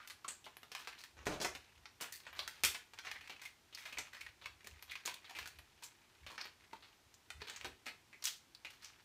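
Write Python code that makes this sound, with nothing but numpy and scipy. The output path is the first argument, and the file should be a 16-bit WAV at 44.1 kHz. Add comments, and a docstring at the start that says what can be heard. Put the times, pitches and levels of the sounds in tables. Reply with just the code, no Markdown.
"""Butterfly knife flips in a small room

A man flips a butterfly knife a few metres from a phone in a small, quiet room. Clacks and faint pivot ticks
are whitened noise contacts, filtered by the knife's resonances and by random room tails. Once the knife hand
lands on his thigh in a lunge: damped blows made the same way. His shifting weight swells low floor sines.
Shaped noise is the still air."""
import sys
import numpy as np
from scipy import signal
from scipy.fft import rfft, irfft
from scipy.io import wavfile
from scipy.ndimage import uniform_filter1d

SR = 44100
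rng = np.random.default_rng(int(sys.argv[2]) if len(sys.argv) > 2 else 0)


def digitize_waveform(pressure):
    """Quantize a signal to 16-bit integers and store it at the path in sys.argv[1].

    Rows of a 2-D input are taken as channels; values are limited to [-1, 1].
    """
    field = np.atleast_2d(pressure).T
    bounded = np.clip(field, -1, 1)
    quanta = np.round(bounded * 32767).astype(np.int16)
    wavfile.write(sys.argv[1], SR, quanta)


N = 398663
HIT_SIZE = 16384  # samples per contact or boom
AGE = np.arange(HIT_SIZE) / SR  # s
FREQS = np.maximum(np.arange(HIT_SIZE // 2 + 1) * SR / HIT_SIZE, 1)  # Hz


def undb(db):
    """Decibels to gain."""
    return 10 ** (np.asarray(db) / 20)


def unit(x):
    """Scale to an energy of one."""
    return x / np.sqrt(np.sum(x ** 2))


def lookup(points, hz):
    """Read (Hz, value) points on a log-frequency axis."""
    point_hz, value = np.transpose(points)
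    return np.interp(np.log(hz), np.log(point_hz), value)


def add(track, start_s, sound):
    """Mix a sound into the track at a time."""
    start = int(np.clip(start_s * SR, 0, N - 1))
    track[start:start + len(sound)] += sound[:N - start]


def causal(db):
    """Minimum-phase response with this gain: it rings only after the blow."""
    cepstrum = irfft(np.log(undb(db)))
    cepstrum[1:HIT_SIZE // 2] *= 2
    cepstrum[HIT_SIZE // 2 + 1:] = 0
    return np.exp(rfft(cepstrum))


def whiten(x, width_hz):
    """Spectrum of x with its broad colour taken out and its fine ripple kept."""
    spectrum = rfft(x)
    width_bins = max(int(width_hz * HIT_SIZE / SR), 1)
    power = uniform_filter1d(np.abs(spectrum) ** 2, width_bins)
    return spectrum * causal(-10 * np.log10(power + 1e-12))


def noise(points):
    """Steady noise of rms one with a (Hz, dB) colour."""
    hz = np.maximum(np.arange(N // 2 + 1) * SR / N, 1)
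    spectrum = rfft(rng.standard_normal(N)) * undb(lookup(points, hz))
    return unit(irfft(spectrum, N)) * np.sqrt(N)


def peaks_db(modes):
    """Summed gain of narrow (Hz, width Hz, dB) resonances."""
    return sum(db / (1 + (2 * (FREQS - hz) / width_hz) ** 2) for hz, width_hz, db in modes)


# Colour of the still air, relative: (frequency [Hz], density [dB per Hz])
AIR_COLOUR = [(15, -48), (25, -10.5), (86, 4), (186, -6.5), (354, -3), (543, -10.5), (879, -5.5),
              (1150, -8.5), (2300, -8.5), (6040, -13.5), (10600, -21), (11500, -19.5), (15000, -25.5)]
AIR_DB = -69.5  # rms


def still_air():
    """Still air of the room as steady, mostly low noise."""
    return undb(AIR_DB) * noise(AIR_COLOUR)


# Reverberation of the room: (frequency [Hz], t60 [s])
ROOM_DECAY = [(200, 0.28), (2200, 0.28), (6000, 0.27), (13000, 0.22)]


def room_tails(count=24, early_gain=4, early_s=0.0063, first_s=0.002):
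    """Room responses for several places of the knife: strong early echoes, then a tail whose treble dies first."""
    centres_hz = np.geomspace(200, 14000, 8)
    early = np.sqrt(1 + early_gain * np.exp(-AGE / early_s)) * (AGE > first_s)
    tails = []
    for _ in range(count):
        diffuse = rfft(rng.standard_normal(HIT_SIZE))
        tail = 0
        for hz, share in zip(centres_hz, np.eye(len(centres_hz))):
            band_gain = np.interp(np.log(FREQS), np.log(centres_hz), share)
            band = irfft(diffuse * band_gain)
            decay = np.exp(-np.log(1000) * AGE / lookup(ROOM_DECAY, hz))
            tail = tail + band * unit(decay * early)
        tails.append(whiten(tail, width_hz=230))
    return tails


# Weight shifting on the floor: (time [s], level [dB], Gaussian length [s])
WEIGHT_SHIFTS = [(1.205, -63, 0.035), (1.324, -60, 0.064), (1.479, -66.5, 0.1), (1.8, -70, 0.037),
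                 (2.407, -74.5, 0.11), (2.67, -59, 0.029), (3.136, -77, 0.075), (3.986, -68.5, 0.029),
                 (4.271, -71, .04), (4.506, -70.5, 0.063), (4.739, -63, 0.031), (4.901, -74, 0.044),
                 (5.426, -66.5, 0.031), (5.599, -65.5, 0.033), (6.254, -63.5, 0.028), (7.385, -60, 0.031),
                 (7.684, -68.5, .06)]
# Floor resonances: (frequency [Hz], level [dB])
FLOOR_RESONANCES = [(56, -5), (75, 1), (103, -7.5), (150, -12.5)]


def floorboards():
    """The floor booms softly in its low modes each time the weight shifts."""
    track = np.zeros(N)
    middle_s = AGE[-1] / 2
    for time_s, db, length_s in WEIGHT_SHIFTS:
        boom = sum(undb(mode_db) * np.sin(2 * np.pi * (hz * AGE + rng.random()))
                   for hz, mode_db in FLOOR_RESONANCES)
        swell = np.exp(-0.5 * ((AGE - middle_s) / length_s) ** 2)
        add(track, time_s - middle_s, np.sqrt(2) * undb(db) * boom * swell)
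    return track


def contact(chatter_s, crack_s=0.00025, even_s=0.0013, scatter_db=5.5, swell=0.025,
            rattle_db=-8.0, rattle_s=0.037, rattle_per_s=70):
    """A brief crack, a swarm of tiny rebounds in the loose pivots, and a few ticks of the dangling latch."""
    crack = unit(rng.standard_normal(HIT_SIZE) * AGE * np.exp(-AGE / crack_s))
    # rebound strength jumps every 32 samples
    sizes = np.repeat(undb(scatter_db * rng.standard_normal(HIT_SIZE // 32)), 32)
    rise = 1 - np.exp(-AGE / (crack_s + swell * chatter_s))
    swarm = rise * np.exp(-AGE / (2 * chatter_s))
    rebounds = unit(rng.standard_normal(HIT_SIZE) * sizes * swarm)
    ticks = (rng.random(HIT_SIZE) < rattle_per_s / SR) * np.exp(-AGE / rattle_s)
    latch = undb(rattle_db) * irfft(rfft(ticks) * rfft(crack))
    # longer chatter holds more of the energy; equal to the crack at even_s
    chatter = np.sqrt(chatter_s / even_s) * rebounds
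    return whiten(crack + latch + chatter, width_hz=750)


def grip_db(spread_db=1.5, count=44):
    """Uneven resonances that change with every new grip and opening angle."""
    centres_hz = np.linspace(300, 16000, count)
    return np.interp(FREQS, centres_hz, spread_db * rng.standard_normal(count))


# Low resonances of the room: (frequency [Hz], width [Hz], gain [dB])
ROOM_RESONANCES = [(216, 5.2, 2), (419, 17, 3), (457, 4.7, -4.5), (598, 4.6, -0.5), (680, 12, -7),
                   (804, 32, -1.5)]
DRY_DB_PER_DB = 0.29  # the lighter a touch, the less of the room is heard


def strikes(table, colour_db, tails, direct_db, room_db, thud_hz=600, bright_hz=2200,
            bright_top_hz=9000, ring_octaves=0.3):
    """Every contact rings the knife; the grip sets its thud, brightness and which resonance stands out."""
    track = np.zeros(N)
    thud = 1 / (1 + (FREQS / thud_hz) ** 4)
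    octaves = np.log2(np.clip(FREQS, bright_hz, bright_top_hz) / bright_hz)
    colour_db = colour_db + peaks_db(ROOM_RESONANCES)
    for k, (time_s, db, thud_db, bright_db, ring_hz, ring_db, chatter_s) in enumerate(table):
        ring = 1 / (1 + np.abs(np.log2(FREQS / ring_hz) / ring_octaves) ** 3)
        shape_db = thud_db * thud + bright_db * octaves + ring_db * ring
        body = causal(colour_db + db + shape_db + grip_db())
        # the energy is shared between the straight path and the room
        direct = undb(direct_db - DRY_DB_PER_DB * db)
        path = (direct + undb(room_db) * tails[k % len(tails)]) / np.hypot(1, direct)
        hit = contact(max(chatter_s, 1 / SR))
        add(track, time_s, irfft(hit * body * path))
    return track


# Dull blows of the lunge: (time [s], level [dB], hand thud [dB], brightness [dB per octave],
# ring frequency [Hz], ring level [dB], chatter time [s])
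LUNGE_BLOWS = [(1.2681, -3, 10, -0.5, 1510, 5.1, 0.002), (1.2941, -10, 11.5, -0.5, 776, 4, 0.032),
               (1.324, -12, 6, -0.5, 3390, 4.5, 0.012), (1.4018, -9.5, 6.5, 1, 4200, 6.9, 0.0087),
               (1.4148, -8, 1.5, 5, 4410, 7.4, 0.0081), (1.4467, -2.5, 1.5, 2, 2150, 3.6, 0.0039)]
# Colour of a blow: (frequency [Hz], gain [dB])
BLOW_COLOUR = [(25, -6), (70, -8), (190, 1), (750, 6.5), (1200, 2.5), (2250, 1), (3900, -5.5), (6300, -5),
               (9800, -17), (15000, -23)]


def lunge(tails):
    """Deep, damped blows of hand and knife on the thigh."""
    return strikes(LUNGE_BLOWS, lookup(BLOW_COLOUR, FREQS), tails, direct_db=-3.5, room_db=-0.7)


# Colour of a clack: (frequency [Hz], gain [dB])
METAL_COLOUR = [(40, -41.5), (110, -24.5), (450, -13), (900, -3.5), (1600, -1.5), (2250, -0.5), (3900, -3),
                (6300, -8.5), (9800, -17), (15000, -19)]
# Modes of the handles: (frequency [Hz], width [Hz], gain [dB])
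HANDLE_RESONANCES = [(2460, 120, 2.5), (2540, 46, 1), (2930, 17, 2.5), (3360, 51, 1.5), (4050, 45, -1),
                     (4320, 420, 2), (5500, 45, 1.5), (8290, 36, 2.5), (9300, 27, 10.5)]


def handle_colour():
    """Colour of a clack in dB, with the narrow modes of the metal handles."""
    return lookup(METAL_COLOUR, FREQS) + peaks_db(HANDLE_RESONANCES)


# Runs of flips, in which the swinging handles tick: (start [s], end [s], level [dB])
FLIP_RUNS = [(0.02, 0.14, -30), (0.7, 1.078, -27.5), (1.5, 1.87, -35.5), (2.2, 2.583, -26.5),
             (2.95, 3.48, -27.5), (3.74, 4.33, -27.5), (4.6, 5.5, -31), (5.5, 6.25, -38), (6.25, 6.48, -24),
             (6.58, 6.949, -34), (7.4, 7.68, -25.5), (8.65, 9.02, -34.5)]
TICKS_PER_S, TICK_SCATTER_DB = 44, 3
TICK_HZ, TICK_SPREAD_OCTAVES, TICK_CHATTER_S = 2500, 0.55, 0.0042
TICK_THUD_DB, TICK_RING_DB, TICK_BRIGHTNESS_DB_PER_OCTAVE = -2, 6.5, -3


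def pivot_ticks(count=440):
    """Faint contacts at uneven moments of each run of flips, each with its own strength and ring."""
    rows = []
    for k, (shift, size, pitch) in enumerate(rng.standard_normal((count, 3))):
        time_s = (k + 0.5 * shift) / TICKS_PER_S
        ring_hz = TICK_HZ * 2 ** (TICK_SPREAD_OCTAVES * pitch)
        for start_s, end_s, db in FLIP_RUNS:
            if start_s < time_s < end_s:
                rows.append((time_s, db + TICK_SCATTER_DB * size, TICK_THUD_DB,
                             TICK_BRIGHTNESS_DB_PER_OCTAVE, ring_hz, TICK_RING_DB, TICK_CHATTER_S))
    return rows


def pivots(tails):
    """Light ticking of the loose pivots while the handles swing."""
    return strikes(pivot_ticks(), handle_colour(), tails, direct_db=-2.5, room_db=-1.1)


# Handles striking blade, latch and fingers: (time [s], level [dB], hand thud [dB],
# brightness [dB per octave], ring frequency [Hz], ring level [dB], chatter time [s])
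HANDLE_CLACKS = [(0.001, -20.5, 2, -5.5, 1330, 13.5, 0.018), (0.0748, -17.5, -16, 3, 13000, 5, 0.0025),
                 (0.0988, -12.5, -12, 0, 10250, 4, 0.011), (0.245, -17, 12, -1, 1160, 17.5, 0.0038),
                 (0.2805, -11, 12.5, 1, 7900, 18, 0.011), (0.293, -38, -2, -4, 1620, 22, 0.0099),
                 (0.443, -26.5, 18, 5, 3200, 11, 0.017), (0.4639, -13, 15, -12, 980, 5, 0.0038),
                 (0.5687, -17.5, 6, -5.5, 11700, 23.5, 0.0018), (0.6316, -16.5, 7, -4, 13000, 10, 0.0015),
                 (0.7174, -14, 11, 1, 5240, 3, 0.0048), (0.7503, -5.5, -9, -1.0, 1050, 3.5, 0.0009),
                 (0.7912, -14, 4, -1, 13000, 5, 0.021), (0.873, -7, 7.5, -2, 1280, 5, 0.0047),
                 (0.9868, -21, 4, 3, 4880, 5.5, 0.022), (1.0376, -17.5, -20, 2, 1680, 7, 0.003),
                 (1.1693, -15.5, 19.5, -12, 6490, 16, 0.035), (1.2561, -9.5, -6, 0.5, 7820, 1.5, 0.016),
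                 (1.5505, -12, 16.5, 0.5, 2430, 4, 0.0041), (1.8558, -14.5, -4, -6.5, 5300, 8.5, 0.0019),
                 (2.0035, -5, -1, -10, 9780, 19, 0.022), (2.0105, -12.0, 19, 7, 905, 6, 0.0078),
                 (2.1232, -22, -16, 11, 1950, 13.5, 0.015), (2.2668, -8.5, 0, -11, 7440, 10, 0.007),
                 (2.3287, -14, 0, -10.5, 13000, 24, 0.0057), (2.3636, -16.5, 16, 1, 1820, 7, 0.028),
                 (2.3916, -3, 5, -2.0, 4050, 7.5, 0.0019), (2.4774, -9, -2, 3, 1540, 7, 0.001),
                 (2.5582, -19, 8, -1.5, 13000, 3, 0.059), (2.636, 0, 19.5, 7, 2290, 10, 0.0015),
                 (2.649, 1.5, -18, 6, 7760, 2.5, 0.0012), (2.7458, -5, -1, -2, 8400, 3, 0.003),
                 (2.9353, -19, 5, 0, 830, 3, 0.0039), (2.9882, -10.0, -4, -3, 6140, 5.5, 0.0014),
                 (3.0491, -9.5, -1, -3, 5580, 5, 0.017), (3.07, -8, 3, -7.5, 2280, 5, 0.0027),
                 (3.1139, -10, 4, 0, 2100, 8, 0.002), (3.1548, -17.5, 8, -5, 2000, 11.5, 0.005),
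                 (3.2087, -22.5, 3, -0.5, 2700, 9.5, 0.013), (3.2746, -21, -7, 0.5, 2130, 8, 0.0061),
                 (3.2965, -11.5, 12.5, -1.5, 2960, 4, 0.0066), (3.4162, -17.5, 8, 3.5, 1970, 8.5, 0.019),
                 (3.4532, -20.5, 5, 4.5, 2200, 14.5, 0.0053), (3.7265, -21.5, 7, -1.5, 3170, 10, 0.025),
                 (3.7485, -23, -14, 5.5, 5000, 11, 0.0019), (3.7744, -17.5, -4, 3.5, 2030, 11.5, 0.03),
                 (3.8542, -9.5, -2, -1, 2130, 6.5, 0.012), (3.9251, -17, 10, 1, 2560, 10, 0.0089),
                 (3.972, -14.5, 15, -1.5, 2260, 15, 0.009), (3.9849, -6.0, 6, 0.5, 7160, 9.5, 0.0033),
                 (4.1326, -15.5, 11.5, 0.5, 1900, 11, 0.029), (4.2094, -19, 0, 3.5, 2284, 11.5, 0.0037),
                 (4.2643, -18, -1, -2, 1910, 11.5, 0.002), (4.415, -16.5, 5, -4, 3534, 5.5, 0.026),
                 (4.4579, -8.5, -1, -3, 2380, 4.5, 0.0018), (4.6444, -28, 25, 4.5, 2310, 12.5, 0.0082),
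                 (4.6714, -21, 19, 5.5, 1752, 9, 0.002), (4.825, -18, 3, 0.5, 12700, 13.5, 0.0026),
                 (4.8959, -20, 8, -3, 3540, 15, 0.014), (4.9118, -17.5, -16, 3, 2130, 14, 0.0072),
                 (4.9547, -10, -5, -3.0, 2440, 5.5, 0.0015), (5.0535, -10, 15.5, 5.0, 1654, 5, 0.011),
                 (5.0595, -25.5, 0, 10, 6560, 13.5, 0.00081), (5.0765, -3.5, -2, -2, 750, 5, 0.00084),
                 (5.1413, -27, 17, 8.5, 3360, 12, 0.0044), (5.2441, -16.5, -7, -4.5, 4090, 6.5, 0.012),
                 (5.295, -14.5, 6, -0.5, 800, 12.5, 0.011), (5.3508, -12.5, 14.5, 0.5, 2400, 9.5, 0.031),
                 (5.3878, -4.5, -6, -2.5, 13000, 4, 0.002), (5.4576, -18, 10, 2.5, 1550, 12.5, 0.0031),
                 (5.4746, -18.5, 4, 5, 880, 4, 0.0022), (5.5873, -19.5, 7, -2.5, 11700, 12, 0.0033),
                 (5.8238, -20.0, 8, 2, 920, 9.5, 0.008), (5.8357, -19.5, -10, 6.0, 7440, 4.5, 0.0085),
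                 (6.2645, -13, 11.5, -2.5, 2620, 3.5, 0.0051), (6.3017, -16.5, 19.5, 0.5, 1061, 7, 0.019),
                 (6.3795, -5.5, 1, -15, 5570, 16, 0.007), (6.4054, -11, -1, -16, 5750, 21, 0.0035),
                 (6.4124, -17.5, 6, 0, 4820, 17, 0.0038), (6.4543, -12.5, 8, -5, 13000, 10, 0.0028),
                 (6.7307, -17, 22.5, -3.5, 920, 15, 0.009), (6.8245, -19.5, 3, -4, 4020, 6.5, 0.014),
                 (7.1418, -33.5, -11, 4.5, 6460, 11.5, 0.0033), (7.3034, -9.5, -5, -3, 8400, 8, 0.0015),
                 (7.4178, -11, 17, -4.5, 4300, 7.5, 0.0026), (7.471, -9, 7, -2.5, 3620, 3, 0.02),
                 (7.498, -12, -12, -1.5, 7720, 12, 0.0011), (7.5618, -16.5, -12, 0, 6700, 12, 0.007),
                 (7.6117, -16, 8, -1.5, 2560, 8, 0.0011), (7.6456, -6.5, 19, -1, 2294, 1, 0.0071),
                 (7.8585, -18, 4, 1, 2300, 0, 0.0086), (7.8655, -9, 12, 0, 2140, 8.5, 0.0078),
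                 (8.1295, -26.5, 12, -0.5, 2070, 13.5, 0.0092), (8.2233, -20.5, 3, 2.5, 5300, 7, 0.0033),
                 (8.2403, -13.5, -17, 8.5, 6600, 2, 0.0049), (8.2542, -8.5, -18, 6.5, 6140, 11, 0.00088),
                 (8.2702, -6, -22, 4.5, 3080, 4.5, 0.0048), (8.5486, -32.0, -9, 5, 4300, 14.5, 0.0025),
                 (8.6483, -12.5, 7, -2, 2500, 8.5, 0.0052), (8.7022, -24.5, 0, 3.5, 2870, 6.5, 0.021),
                 (8.8229, -18, -16, 0, 4900, 5, 0.023), (8.8459, -21.5, -6, 2.5, 6220, 12.5, 0.00085)]


def knife(tails):
    """Clacks of the handles, ringing in their metal modes."""
    return strikes(HANDLE_CLACKS, handle_colour(), tails, direct_db=-1.9, room_db=-0.9)


def scene():
    """Knife, lunge and floor over the still air of the room."""
    tails = room_tails()
    background = still_air() + floorboards()
    handling = lunge(tails) + pivots(tails) + knife(tails)
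    return (background + handling)[None]


TOP_HZ = 15500


def record(dry):
    """The phone cuts the top with a steep elliptic low-pass."""
    low_pass = signal.ellip(10, 0.2, 70, TOP_HZ, fs=SR, output="sos")  # ripple, stopband dB
    return signal.sosfilt(low_pass, dry)


dry = scene()
out = record(dry)
digitize_waveform(out)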